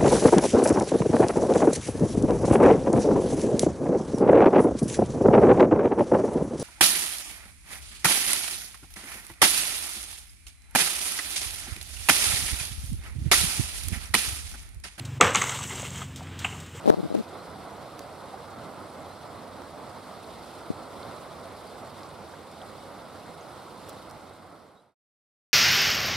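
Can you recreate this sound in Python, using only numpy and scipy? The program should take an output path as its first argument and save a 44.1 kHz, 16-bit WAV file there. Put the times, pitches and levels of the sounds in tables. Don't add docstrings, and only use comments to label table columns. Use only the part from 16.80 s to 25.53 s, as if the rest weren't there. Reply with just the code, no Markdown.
import sys
import numpy as np
from scipy import signal
from scipy.fft import rfft, irfft, next_fast_len
from scipy.io import wavfile
from scipy.ndimage import uniform_filter1d

SR = 44100
rng = np.random.default_rng(int(sys.argv[2]) if len(sys.argv) > 2 else 0)


def inscribe(sig):
    pcm = np.round(np.clip(np.atleast_2d(sig).T, -1, 1) * 32767)
    wavfile.write(sys.argv[1], SR, pcm.astype(np.int16))


N = 384993

# frequency_hz, density_db (per Hz)
ROAR_SPECTRUM = [(15, -52.5), (25, -30), (87, -1.5), (117, -4), (148, -1), (257, -1.5), (399, -3), (531, 0),
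                 (721, 0.5), (856, -2.5), (1350, -5), (1700, -16), (2140, -14.5), (2400, -25),
                 (3120, -49.5), (5280, -120)]
# frequency_hz, density_db (per Hz)
SPRAY_SPECTRUM = [(1410, -36), (2400, -1.5), (3040, -1.5), (3480, 1), (4140, 1.5), (5040, -2), (6530, -12),
                  (8610, -7.5), (9920, -8.5), (11800, -13), (15200, -23), (15800, -24.5)]
# time_s, roar_gain_db, spray_gain_db
FLOW_STRENGTH = [(0.47, -44.5, -56), (1.18, -44, -56.5), (2.88, -44.5, -57.0), (3.67, -44.5, -55),
                 (3.88, -43.5, -56), (4.08, -44, -56.5), (4.28, -42.5, -54.0), (4.47, -44.0, -55.5),
                 (5.78, -45.5, -57), (5.88, -44, -56.0), (6.17, -46, -57.5), (6.97, -46, -56.7),
                 (7.08, -42, -53.5), (7.58, -42, -54.5)]
# frequency_hz, likeness (0-1)
PORT_LIKENESS = [(60, 0.95), (100, 0.95), (160, 0.89), (270, 0.84), (450, 0.84), (740, 0.9), (1220, 0.77),
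                 (2000, 0.75), (3300, .74), (4500, 0.76), (5800, 0.49), (7200, 0.27), (9000, 0.33),
                 (15000, 0.29)]
# frequency_hz, left_minus_right_db
PORT_LEAN = [(60, -2.5), (92, -5.5), (140, -4.5), (210, -3.5), (330, -4.5), (500, -3), (770, -3.0),
             (1170, -3.0), (1790, 0), (2740, 0.5), (4190, 0.5), (6410, 0), (9810, -10.5), (15000, -5)]
# frequency_hz, left_leads_rad
PORT_LEAD = [(100, 0), (1600, .1), (2400, -.1), (5200, -.6), (6900, -1.6), (9000, 0)]
# start_s, length_s, slips_per_s, first_slip_db, swell_to_last_slip_db, sharpness_hz, grit_db
FINGER_DRAGS = [(.0425, .01, 160, -26, 1, 500, -55.5), (.0586, 0.015, 160, -10.5, -5, 480, -37),
                (.0774, 0.021, 218, -2.5, -6.5, 510, -34.5), (.0981, 0.0052, 415, -1.5, 5.5, 448, -28),
                (.1098, 0.04, 172, -16.5, 6, 586, -45.5), (.172, 0.035, 180, -20, 4.5, 310, -60),
                (.232, 0.035, 147, -17, -4, 260, -57.5), (.3052, 0.028, 97, -18, 1, 393, -60),
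                (.3432, 0.013, 287, -14.5, 5.5, 430, -39.5), (0.356, .058, 218, -18.5, -1.5, 277, -44),
                (3.9043, .012, 95, -11.5, -14, 250, -65)]
# start_s, relative_peak_db, t60_s, brightness_db_per_octave
CASE_TICKS = [(1.1923, -33, 0.0088, 1), (2.819, -41, 0.012, -2.5), (7.087, -40.5, .05, 6.5),
              (7.0934, -36, 0.015, 4), (7.301, -38, 0.003, -2), (7.3108, -37, 0.0072, 5)]
# frequency_hz, level_db
CASE_COLOUR = [(500, -10.5), (1500, 0.5), (2800, -2.5), (4200, 1.5), (6200, -3), (8000, -7.5), (12500, -10),
               (15500, -16.5)]
# start_s, level_db, pitch_hz, t60_s
SOFT_BUMPS = [(1.2065, -19.5, 534, 0.012), (1.54, -24, 778, 0.03), (2.819, -24, 920, 0.013),
              (7.0865, -25, 540, 0.022), (7.111, -30, 610, .03)]
# start_s, level_db, starting_pitch_hz, t60_s
BANK_DRIPS = [(2.204, -52, 7350, 0.028), (3.4431, -36, 3900, 0.0072), (4.2303, -30.5, 3950, 0.0046),
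              (5.233, -23.5, 4460, 0.0015), (5.538, -38, 1540, 0.023), (5.8167, -33.5, 3160, 0.0094),
              (6.609, -50, 6200, 0.041)]
# start_s, length_s, level_db, middle_pitch_hz
BIRD_PHRASES = [(.28, .8, -58, 4030), (2.265, .1, -56, 4000), (7.955, .1, -51, 3900)]

CHIRP_EVERY_S = .272
SLIP_JITTER, SLIP_SCATTER_DB = .2, 2.5
SCRATCH_S, DRAG_DB = .0025, -6.5
FADE_START_S, FADE_END_S = 6.87, 8.147
EDGE_HZ = 15850


def river():
    time_s, *levels = np.transpose(FLOW_STRENGTH)
    roar_gain, spray_gain = (amp(np.interp(np.arange(N) / SR, time_s, db)) for db in levels)

    roar = amp(1.06) * water(ROAR_SPECTRUM, patch_db=0.9, flicker_db=0.88, size=2048)
    gurgle = bubbles(343, 2213, per_s=410, cycles=11, spread_db=2.5)
    gurgle = amp(-11.5) * unit(colour(gurgle, ROAR_SPECTRUM))

    spray = water(SPRAY_SPECTRUM, patch_db=1.13, flicker_db=0.8, size=512)
    fizz = bubbles(2500, 13000, per_s=600, cycles=54.5, spread_db=4)
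    fizz = amp(-15.5) * unit(colour(fizz, SPRAY_SPECTRUM))
    spatter = bubbles(7000, 13000, per_s=76, cycles=15, spread_db=2.0, count=12)
    spatter = amp(-15) * unit(colour(spatter, SPRAY_SPECTRUM))
    return roar_gain * (roar + gurgle) + spray_gain * (spray + fizz + spatter)


def water(spectrum, patch_db, flicker_db, size):
    hop = size // 4
    hz = np.fft.rfftfreq(size, 1 / SR)
    a, b, c, d, patches = rng.standard_normal((5, N // hop + 5, len(hz)))
    patches = uniform_filter1d(patches, size=12, axis=0)
    patches = unit(uniform_filter1d(patches, size=9, axis=1))
    flicker = unit(uniform_filter1d(rng.standard_normal(len(a)), size=5))[:, None]

    same = np.clip(read(PORT_LIKENESS, hz), 0, .99)
    lean = amp(read(PORT_LEAN, hz) / 2)
    lead = read(PORT_LEAD, hz)
    left = a + 1j * b
    own = c + 1j * d
    right = (same * left + np.sqrt(1 - same ** 2) * own) * np.exp(-1j * lead)
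    centre = np.sqrt(lean ** 2 + lean ** -2 + 2 * same * np.cos(lead))

    level_db = read(spectrum, hz) + patch_db * patches + flicker_db * flicker
    frames = np.array([left * lean, right / lean]) / centre * amp(level_db)
    x = signal.istft(frames, nperseg=size, noverlap=size - hop, time_axis=1, freq_axis=2)[1][:, :N]
    return x / x.mean(0).std()


def bubbles(low_hz, high_hz, per_s, cycles, spread_db, count=24):
    out = np.zeros((2, N))
    for hz in np.geomspace(low_hz, high_hz, count):
        at, strength, side = rng.random((2000, 3))[:int(per_s * N / SR / count)].T
        strength_db = -spread_db * np.log(np.maximum(strength, .02))
        train = np.zeros(N)
        train[(at * N).astype(int)] = amp(strength_db) * np.sign(side - .5)
        sound = signal.oaconvolve(train, ring(hz, cycles / hz, rise=0.037))[:N]
        lean = amp((read(PORT_LEAN, hz) + 2 * rng.standard_normal()) / 2)
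        out += np.array([sound * lean, sound / lean])
    return out


def ring(hz, t60, rise=0):
    t = np.arange(int(t60 * SR)) / SR
    tone = np.sin(2 * np.pi * hz * t * (1 + rise * t / t60))
    return tone * amp(-60 * t / t60) * (1 - np.exp(-t * hz))


def fingers(rasp_db=-32, size=1024):
    thud, grit, half_s = np.zeros(N), np.zeros((2, N)), size / 2 / SR
    scratch = np.hanning(int(SCRATCH_S * SR))
    for start, length, per_s, db, swell_db, hz, grit_db in FINGER_DRAGS:
        steps = np.arange(0, length, 1 / per_s)
        progresses = np.linspace(0, 1, len(steps))
        for step, progress, (late, strength) in zip(steps, progresses, rng.standard_normal((30, 2))):
            loose = np.sin(np.pi * progress)
            s = start + step + loose * SLIP_JITTER * late / per_s
            slip_db = db + swell_db * progress + loose * SLIP_SCATTER_DB * strength
            add(thud, s - half_s, amp(slip_db) * slip(hz))
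            add(grit, s - SCRATCH_S / 2, amp(grit_db + SLIP_SCATTER_DB * strength) * scratch)
        add(grit, start, amp(grit_db + DRAG_DB) * signal.windows.tukey(int(length * SR), .5))

    grit = grit * rng.standard_normal((2, N))
    grit += amp(rasp_db) * np.maximum(-thud, 0) * rng.standard_normal(N)
    grit = colour(grit, [(1500, 2), (3000, 1.5), (6000, -3.5), (12500, -1), (14500, -13.5)])
    return thud * amp([[0], [-5.5]]) * [[1], [-1]] + ports(colour(grit, CASE_COLOUR))


def slip(hz, low_cut_hz=175, shell_hz=620, shell_width_hz=350, shell_db=-5, size=1024):
    t = (np.arange(size) - size // 2) / SR
    shove = np.exp(-.5 * (2 * np.pi * hz * t) ** 2)
    rock = signal.sosfilt(signal.butter(3, low_cut_hz, "high", fs=SR, output="sos"), shove)
    shell = signal.lfilter(*signal.iirpeak(shell_hz, shell_hz / shell_width_hz, fs=SR), rock)
    rock = rock + amp(shell_db) * shell
    centred = np.roll(rock, size // 2 - rock.argmin())
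    return centred / abs(rock).max() * signal.windows.tukey(size, .5)


def ticks(size=4096):
    out, t = np.zeros((2, N)), np.arange(size) / SR
    for s, db, t60, bright in CASE_TICKS:
        shared, own = rng.standard_normal(size), rng.standard_normal((2, size))
        tilted = [(hz, level + bright * np.log2(hz)) for hz, level in CASE_COLOUR]
        crack = ports(colour(shared + 0.53 * own, tilted))
        crack *= np.exp(-np.log(1000) * t / t60) * (1 - np.exp(-t / 0.00063))
        add(out, s, amp(db + 4.5) * crack / abs(crack).max())
    return out


def bumps():
    out = np.zeros(N)
    for s, db, hz, t60 in SOFT_BUMPS:
        add(out, s, amp(db) * ring(hz, t60))
    return out


def drips():
    out = np.zeros(N)
    for s, db, hz, t60 in BANK_DRIPS:
        add(out, s, amp(db) * ring(hz, t60, rise=0.2))
    return out


def bird(chirp_s=.075, chirp_rise=0.111):
    out = np.zeros(N)
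    u = np.linspace(0, 1, int(chirp_s * SR))
    for start, length, db, hz in BIRD_PHRASES:
        turns = np.cumsum(hz * (1 + chirp_rise * (u - .5))) / SR
        for s in np.arange(start, start + length, CHIRP_EVERY_S):
            blur = unit(uniform_filter1d(rng.standard_normal(SR // 4), size=500))[:len(u)]
            add(out, s, amp(db) * blur * np.sin(np.pi * u) * np.sin(2 * np.pi * turns))
    return out


def drone(hz=95, width_hz=8, db=-62):
    f = np.fft.rfftfreq(N, 1 / SR)
    band = np.exp(-.5 * ((f - hz) / width_hz) ** 2)
    hum = unit(irfft(rfft(rng.standard_normal(N)) * band, N))
    return amp(db) * hum * amp([[-2], [2]])


def ports(x):
    left, right = x
    left = colour(left, [(hz, db / 2) for hz, db in PORT_LEAN])
    right = colour(right, [(hz, -db / 2) for hz, db in PORT_LEAN])
    return np.array([left, right])


def colour(x, points):
    size = x.shape[-1]
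    padded = next_fast_len(size + 4096)
    gain = amp(read(points, np.fft.rfftfreq(padded, 1 / SR)))
    return irfft(rfft(x, padded) * gain, padded)[..., :size]


def read(points, hz):
    f, value = np.transpose(points)
    return np.interp(np.log(hz + 1), np.log(f + 1), value)


def add(mix, s, sound):
    part = mix[..., max(round(s * SR), 0):][..., :sound.shape[-1]]
    part += sound[..., :part.shape[-1]]


def unit(x):
    return x / np.sqrt(np.mean(x ** 2) + 1e-20)


def amp(db):
    return 10 ** (np.asarray(db) / 20)


def scene():
    small_sounds = (drips() + bumps() + bird()) * amp([[-1], [1]])
    return river() + fingers() + ticks() + small_sounds + drone()


def record(dry):
    rounded = dry / (1 + dry ** 8) ** (1 / 8)
    fade = np.clip((FADE_END_S - np.arange(N) / SR) / (FADE_END_S - FADE_START_S), 0, 1)
    low_pass = signal.firwin(511, EDGE_HZ, window=("kaiser", 9), fs=SR)
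    return signal.oaconvolve(rounded * fade, low_pass[None], "same", axes=1)


dry = scene()
out = record(dry)
inscribe(out)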